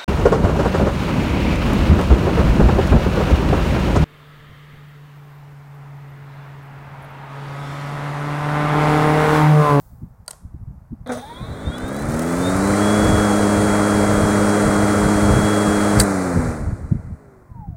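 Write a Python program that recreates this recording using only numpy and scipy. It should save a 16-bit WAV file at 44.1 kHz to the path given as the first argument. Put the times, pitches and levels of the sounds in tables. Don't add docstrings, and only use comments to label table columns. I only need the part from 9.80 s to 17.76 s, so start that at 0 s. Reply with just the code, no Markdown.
import sys
import numpy as np
from scipy import signal
from scipy.fft import rfft, irfft, next_fast_len
from scipy.io import wavfile
from scipy.ndimage import uniform_filter1d

SR = 44100
rng = np.random.default_rng(int(sys.argv[2]) if len(sys.argv) > 2 else 0)


def to_wav(s):
    ch = np.atleast_2d(s).T
    pcm = np.round(np.clip(ch, -1, 1) * 32767)
    wavfile.write(sys.argv[1], SR, pcm.astype(np.int16))


N = 351164
TIME_S = np.arange(N) / SR
FREQ_HZ = np.maximum(np.fft.rfftfreq(next_fast_len(N), 1 / SR), 1)
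POWER_ON_S, POWER_OFF_S, FULL_SPEED_RPS = 1.262, 6.195, 102.8

# freq_hz, density_db
GARDEN_SPECTRUM = [(200, -7.5), (380, -6), (520, -2), (800, 0), (1050, -2.5), (1500, -10), (2100, -18.5),
                   (3100, -32), (4800, -28), (9000, -28), (15000, -26.5)]
FAINT_HISS_SPECTRUM = [(2500, -16), (4500, -5), (9000, -1), (12000, -1), (15800, 7.5)]
WIND_SPECTRUM = [(20, -16.5), (40, -1.5), (65, 2), (120, 1), (185, -6), (240, -15), (330, -30),
                 (500, -41.5)]
SWAY_SPECTRUM = [(15, -9.5), (30, -5), (50, -1)]
GUST_SPECTRUM = [(25, -14.5), (60, -1), (120, -2), (190, -6), (320, -20.5), (600, -60.5)]
CLICK_SPECTRUM = [(400, 7.5), (1200, 5.5), (2800, -12), (4500, -6), (8700, 0), (11000, -2), (15500, -21)]
RASP_SPECTRUM = [(1500, 1.5), (3000, -21.5), (5500, -11), (7000, -6.5), (8000, 1), (9600, 2),
                 (10800, -20.5), (13000, -9.5), (15500, -19.5)]
RATTLE_SPECTRUM = [(2500, -3), (4600, -2.5), (6200, 1), (7500, -4), (9000, 6), (11000, -4), (13000, -6),
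                   (15500, -5)]
WINDING_SPECTRUM = [(2900, -25), (3350, 0.5), (3700, 4.5), (4300, -10)]
RUSH_SPECTRUM = [(260, -59.5), (450, -1), (626, -3), (760, -7), (840, -7.5), (998, -10.5), (1380, -8),
                 (1760, -15.5), (2030, -15.5), (2180, -20), (2360, -22.5), (2500, -27), (3250, -73.5),
                 (5500, -120)]
ROAR_SPECTRUM = [(90, -11.5), (150, -0.5), (300, 3.5), (430, 0.5), (520, -28)]
HISS_SPECTRUM = [(2290, -44), (3900, -4.5), (4440, -3.5), (4990, -6), (6530, -2.5), (8800, 0.5),
                 (13400, -20.5), (15100, -18.5), (15800, -18.5)]
VENT_SPECTRUM = [(2100, 0.5), (2400, 6.5), (2700, 5.5), (3400, 2), (3900, -2.5), (4300, -4)]

# freq_hz, gain_db, t60_s
SWITCH_BOX_MODES = [(620, -15.5, 0.027), (1010, -21, 0.044), (1410, -17, 0.04), (1880, -16, 0.022),
                    (3220, -16, 0.021), (4000, -16, 0.027), (4600, -6, 0.015), (5160, -9, .008),
                    (6740, -2.5, 0.0039), (7660, -5, .006), (8560, 3.5, 0.0053), (10360, -9, 0.0061),
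                    (12500, -8, .004)]
HANDLE_MODES = [(1870, -12.5, 0.017), (3970, -14, 0.073), (4570, 1.5, 0.02), (4860, -12.5, .02)]
STEEL_MODES = [(6270, -6, 0.029), (6800, -1, 0.013), (8000, 2, 0.0065), (9050, -2.5, 0.0089),
               (10600, -1, 0.0087)]

# freq_hz, gain_db
BUZZ_RESPONSE = [(248, 2), (496, -3), (744, -9), (992, -23), (1240, -24), (1490, -24), (1740, -37),
                 (2480, -40)]
COGGING_RESPONSE = [(600, -38), (750, -53), (830, -33.5), (960, -45.5), (1085, -48), (1270, -59),
                    (1470, -47), (1700, -47), (2320, -59.5)]
HOUSING_RESPONSE = [(600, -22), (1500, -23), (2400, -5), (2900, -26), (3150, -10.5), (3340, -2.5),
                    (3650, -1), (3900, 1.5), (4300, -13), (6000, -25.5), (8400, -20), (9040, 6.5),
                    (9700, -28)]
DECK_RESPONSE = [(50, -19), (103, -8), (140, -3), (206, -1.5), (250, 1.5), (308, -4.5), (411, -9),
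                 (514, -18), (617, -15), (720, -25.5), (1030, -24.5), (1240, -22), (1340, -18.5),
                 (1700, -31)]

# time_s, level_db
BREEZE_CURVE = [(0.0, -44), (0.42, -49), (0.52, -56), (0.64, -41), (1.13, -40), (1.28, -50), (1.85, -35.5),
                (3.2, -30.5), (4.0, -34), (4.55, -27.5), (5.6, -30), (6.38, -45), (6.65, -33), (7.2, -34),
                (7.58, -47.5), (7.8, -44), (7.96, -30)]
# centre_s, level_db, half_width_s
EDDIES = [(0.233, -29, 0.016), (0.747, -30.5, 0.0061), (1.128, -26, 0.015), (1.624, -29, 0.014),
          (1.884, -21, 0.022), (2.909, -17.5, 0.016), (3.31, -17, 0.09), (5.257, -17, 0.03),
          (5.443, -21, 0.023), (5.542, -13.5, 0.053), (5.892, -19, 0.022), (6.193, -13.5, 0.032),
          (6.581, -15.5, 0.024), (6.879, -24, 0.024), (6.931, -19.5, 0.0086), (7.123, -10.5, 0.0069),
          (7.157, -19.5, 0.012), (7.33, -28.5, 0.018), (7.893, -29, 0.018)]
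# freq_hz, gain_ratio
REFLECTION = [(1500, 0.0031), (2100, 0.11), (2500, 0.3), (3500, 0.5), (4200, 0.7), (5200, 0.16),
              (7000, 0.048)]
# start_s, level_db, tilt_db_per_octave
SWITCH_CONTACTS = [(.4622, -53, 3), (0.4798, -19.5, 1), (0.4818, -28.5, -4), (0.508, -29, 1),
                   (0.511, -27.5, 6), (0.512, -35, 1), (.532, -43.5, -8), (1.2743, -36, 3)]
# start_s, rasp_db, ring_db
LEVER_HITS = [(6.189, -23.5, -27.5), (6.1980, -9.5, -28.5), (6.1994, -10.5, -31.5), (6.2020, -19, -7.5),
              (6.2065, -20.5, -25.5), (6.2100, -15.5, -34.5), (6.2145, -20, -29.5), (6.2200, -20.5, -42),
              (6.233, -23, -53)]
# start_s, level_db
GRASS_HITS = [(1.982, -22), (2.165, -22), (2.2858, -28), (2.343, -22), (2.3933, -14), (2.418, -19)]
# start_s, length_s, buzz_db, rattle_db, steel_db
ROTOR_JOLTS = [(1.260, .028, -35.5, -62, -74), (1.291, 0.018, -26, -62, -55),
               (1.317, 0.0098, -33.5, -44.5, -40.5), (1.368, 0.012, -34.5, -55, -55)]
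# shaft_order, level_db, resonance_hz
MAGNETIC_LINES = [(16, 9, 3600), (32, -2, 3325), (40, -2, 3650), (48, -13.5, 5200), (56, -1, 3370),
                  (64, -4.5, 3620), (72, -15, 5000), (80, -3.5, 3350), (88, -9, 4000)]
# time_s, speed_rps
SPEED_CURVE = [(1.26, 3), (1.33, 22), (1.42, 33), (1.5, 38.7), (2.0, 62.9), (2.5, 84.8), (2.88, 99.9),
               (3.05, 103.9), (3.2, 104.7), (3.6, 102.85), (5.4, 102.6), (5.7, 103.7), (6.2, 102.4),
               (6.75, 77), (7.15, 61.3), (7.72, 42.2), (7.96, 27.3)]


def from_db(db):
    return 10 ** (np.asarray(db) / 20)


def unit_rms(x):
    return x / np.sqrt(np.mean(x ** 2) + 1e-20)


def levelled(x, span_samples):
    return x / np.sqrt(uniform_filter1d(x ** 2, size=span_samples) + 1e-6)


def at_hz(table, hz):
    freq_hz, value = np.transpose(table)
    return np.interp(np.log(hz), np.log(freq_hz), value)


def filtered(x, response):
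    size = next_fast_len(N)
    return irfft(rfft(x, size) * response, size)[:N]


def noise(spectrum):
    octaves_out = np.abs(np.log2(FREQ_HZ / np.clip(FREQ_HZ, spectrum[0][0], spectrum[-1][0])))
    response = from_db(at_hz(spectrum, FREQ_HZ) - 60 * octaves_out)
    return unit_rms(filtered(rng.standard_normal(N), response))


def drift(rate_hz):
    return unit_rms(filtered(rng.standard_normal(N), 1 / (1 + (FREQ_HZ / rate_hz) ** 2)))


def ring(x, hz, t60_s):
    radius, step_rad = from_db(-60 / (t60_s * SR)), 2 * np.pi * hz / SR
    return signal.lfilter([0, np.sin(step_rad)], [1, -2 * radius * np.cos(step_rad), radius ** 2], x + 1e-18)


def impulses(start_s, level_db):
    hits = np.zeros(N)
    hits[np.round(start_s * SR).astype(int)] = from_db(level_db)
    return hits


def bursts(start_s, level_db, t60_s):
    decay = from_db(-60 / (t60_s * SR))
    return np.sqrt(signal.lfilter([1], [1, -decay ** 2], impulses(start_s, level_db) ** 2 + 1e-18))


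def speed_gain(speed_rps, full_db, db_per_decade):
    return from_db(full_db + db_per_decade * np.log10(speed_rps / FULL_SPEED_RPS))


def powered(fade_s=0.023):
    return np.clip(1 - (TIME_S - POWER_OFF_S) / fade_s, 0, 1)


def garden(floor_db=-61, hiss_db=-57, hiss_t60_s=1.0):
    floor = from_db(floor_db) * noise(GARDEN_SPECTRUM)
    return floor + from_db(hiss_db - 60 * TIME_S / hiss_t60_s) * noise(FAINT_HISS_SPECTRUM)


def wind(lump_db=6.5, sway_db=-13):
    breeze_db = np.interp(TIME_S, *np.transpose(BREEZE_CURVE))
    strength = from_db(breeze_db + lump_db * np.minimum(drift(10), 1.6))
    rumble = levelled(noise(WIND_SPECTRUM), 3000) + from_db(sway_db) * noise(SWAY_SPECTRUM)
    swell = sum(from_db(db) / (1 + ((TIME_S - centre_s) / half_width_s) ** 4)
                for centre_s, db, half_width_s in EDDIES)
    return strength * rumble + swell * levelled(noise(GUST_SPECTRUM), 1200)


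def reflected(x, delay_s=0.003):
    gain = at_hz(REFLECTION, FREQ_HZ)
    comb = 1 + gain * np.exp(-2j * np.pi * FREQ_HZ * delay_s)
    return filtered(x, comb / np.sqrt(1 + gain ** 2))


def switch(ring_db=-2, scatter_db=3.5, crack_db=-10, crack_t60_s=0.0055, tail_db=-28, tail_t60_s=0.47):
    start_s, level_db, tilt_db_per_octave = np.transpose(SWITCH_CONTACTS)
    box = 0
    for k, (hz, mode_db, t60_s) in enumerate(SWITCH_BOX_MODES):
        hit_db = level_db + ring_db + mode_db + tilt_db_per_octave * np.log2(hz / 6000)
        hit_db += scatter_db * rng.standard_normal(len(start_s))
        box += (-1) ** k * ring(impulses(start_s, hit_db), hz, t60_s)
    crack = bursts(start_s, level_db + crack_db, crack_t60_s)
    tail = bursts(start_s, level_db + tail_db, tail_t60_s)
    return box + (crack + tail) * noise(CLICK_SPECTRUM)


def lever(rasp_t60_s=0.035):
    start_s, rasp_db, ring_db = np.transpose(LEVER_HITS)
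    hits = impulses(start_s, ring_db)
    handle = sum(from_db(db) * ring(hits, hz, t60_s) for hz, db, t60_s in HANDLE_MODES)
    return handle + bursts(start_s, rasp_db, rasp_t60_s) * noise(RASP_SPECTRUM)


def clippings(centre_s=2.5, spread_s=0.2, shower_db=-42.5, scatter_db=4, large_db=-12, t60_s=0.022):
    timing, size = rng.standard_normal((170, 2)).T
    shower_s = np.clip(centre_s + spread_s * timing, POWER_ON_S, POWER_OFF_S)
    shower = bursts(shower_s, shower_db + scatter_db * size, t60_s)
    start_s, level_db = np.transpose(GRASS_HITS)
    large = bursts(start_s, level_db + large_db, t60_s)
    return np.hypot(large, shower) * noise(RATTLE_SPECTRUM)


def jolt(start_s, length_s, attack_s=0.0033, t60_s=0.2):
    attack = np.clip((TIME_S - start_s) / attack_s, 0, 1)
    return attack * from_db(-60 * np.maximum(TIME_S - start_s - length_s, 0) / t60_s)


def inrush(knocks, singing_db=-47.5, chatter_db=-54, grind_db=-48.5, rise_s=0.07, fall_db_per_s=13):
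    age_s = TIME_S - POWER_ON_S
    current = (age_s > 0) * from_db(-fall_db_per_s * age_s)
    moving = np.clip(age_s / rise_s, 0, 1) ** 2
    singing = from_db(singing_db) * noise(WINDING_SPECTRUM)
    drive = from_db(chatter_db) * knocks + from_db(grind_db) * noise(RUSH_SPECTRUM)
    return current * (singing + moving * drive)


def start_up(buzz_hz=246.8, wander=0.026, rough_db=-4, knock_depth=0.33):
    buzz_gain, rattle_gain, steel_gain = sum(from_db(levels_db)[:, None] * jolt(start_s, length_s)
                                             for start_s, length_s, *levels_db in ROTOR_JOLTS)
    phase = 2 * np.pi * np.cumsum(buzz_hz * (1 + wander * drift(40))) / SR
    tone = sum(from_db(at_hz(BUZZ_RESPONSE, k * buzz_hz)) * np.cos(k * phase + rng.uniform(0, 2 * np.pi))
               for k in range(1, 9))
    buzz = unit_rms(tone) + from_db(rough_db) * noise(RUSH_SPECTRUM)
    knocks = (1 + knock_depth * np.cos(phase)) * noise(RATTLE_SPECTRUM)
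    steel = unit_rms(sum(from_db(db) * ring(knocks, hz, t60_s) for hz, db, t60_s in STEEL_MODES))
    return buzz_gain * buzz + rattle_gain * knocks + steel_gain * steel + inrush(knocks)


def controller(speed_rps, angle_rad, switching_hz=15918, whistle_db=-69, idle_db=-11, fade_rps=88):
    phase = 2 * np.pi * switching_hz * TIME_S - 8 * angle_rad
    level_db = whistle_db + idle_db * (1 - powered()) + 3 * drift(6)
    return from_db(level_db) * np.sin(phase) / (1 + (speed_rps / fade_rps) ** 20)


def cogging(speed_rps, angle_rad, waver_db=3.5, flutter_rad=0.4, mute_above_hz=1010, deck_mode_hz=395):
    pitch_hz = 24 * speed_rps
    phase = 24 * angle_rad + flutter_rad * drift(30)
    driven = np.sin(phase) + from_db(-15) * np.sin(2 * phase)
    falling = from_db(-5) * np.sin(phase) / (1 + (pitch_hz / mute_above_hz) ** 20)
    gain = from_db(at_hz(COGGING_RESPONSE, pitch_hz) + waver_db * drift(14))
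    tone = gain * (powered() * driven + (1 - powered()) * falling)
    poles = from_db(-52) * np.sin(8 * angle_rad) / (1 + ((8 * speed_rps - deck_mode_hz) / 30) ** 2)
    return np.sqrt(2) * (tone + poles)


def whine(speed_rps, angle_rad, coupling_db=13, half_width_hz=60, flutter_rad=0.21):
    waver_db = np.clip(FULL_SPEED_RPS / speed_rps, 1, 2)
    lines = 0
    for order, line_db, resonance_hz in MAGNETIC_LINES:
        pitch_hz = order * speed_rps
        flare_db = coupling_db / (1 + ((pitch_hz - resonance_hz) / half_width_hz) ** 2)
        level_db = line_db + at_hz(HOUSING_RESPONSE, pitch_hz) + flare_db + waver_db * drift(31)
        lines += from_db(level_db) * np.sin(order * angle_rad + flutter_rad * drift(30))
    return np.sqrt(2) * speed_gain(speed_rps, full_db=-46, db_per_decade=13) * powered() * lines


def mower_fade(dip_db=-1.54, fade_start_s=6.71, fade_db=-14, fade_tau_s=0.21):
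    fade = 1 - np.exp(-np.maximum(TIME_S - fade_start_s, 0) / fade_tau_s)
    return from_db(dip_db * (1 - powered()) + fade_db * fade)


def airflow(speed_rps, angle_rad, eddy_db=0.3, roar_db=-6, vent_db=-11, vent_idle_db=-5):
    passing = np.cos(2 * angle_rad)
    rush_gain = speed_gain(speed_rps, full_db=-21.5, db_per_decade=57.7) * from_db(eddy_db * drift(7))
    rush = noise(RUSH_SPECTRUM) + from_db(roar_db) * noise(ROAR_SPECTRUM)
    vent = from_db(vent_db + vent_idle_db * (1 - powered())) * noise(VENT_SPECTRUM)
    hiss_gain = speed_gain(speed_rps, full_db=-33, db_per_decade=80) * from_db(eddy_db * drift(25))
    hiss = noise(HISS_SPECTRUM) + vent
    return rush_gain * rush * (1 + 0.16 * passing) + hiss_gain * hiss * (1 + 0.12 * passing)


def blade(speed_rps, angle_rad, shake_depth=0.091, jitter_rad=0.083):
    shaken_rad = angle_rad + jitter_rad * drift(14)
    tilt_db_per_harmonic = speed_rps / FULL_SPEED_RPS - 1
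    hum = 0
    for k in range(1, 17):
        level_db = at_hz(DECK_RESPONSE, k * speed_rps) + tilt_db_per_harmonic * max(k - 3, 0)
        gain = from_db(level_db) * (1 + shake_depth * drift(11))
        hum += gain * np.sin(k * shaken_rad + rng.uniform(0, 2 * np.pi))
    return np.sqrt(2) * speed_gain(speed_rps, full_db=-18.5, db_per_decade=75.3) * hum


def scene():
    speed_rps = np.interp(TIME_S, *np.transpose(SPEED_CURVE))
    angle_rad = 2 * np.pi * np.cumsum(speed_rps) / SR
    shaft = speed_rps, angle_rad
    turning = np.clip((TIME_S - POWER_ON_S) / 0.025, 0, 1)
    motor = cogging(*shaft) + whine(*shaft) + controller(*shaft)
    deck = mower_fade() * (blade(*shaft) + airflow(*shaft))
    background = wind() + garden()
    mower = reflected(turning * (deck + motor) + start_up() + clippings())
    return (mower + switch() + lever() + background)[None]


def record(dry, ceiling=0.78, cutoff_hz=15900):
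    rounded = dry / (1 + (dry / ceiling) ** 8) ** (1 / 8)
    return signal.sosfilt(signal.ellip(12, 0.1, 90, cutoff_hz, fs=SR, output="sos"), rounded)


dry = scene()
out = record(dry)
to_wav(out)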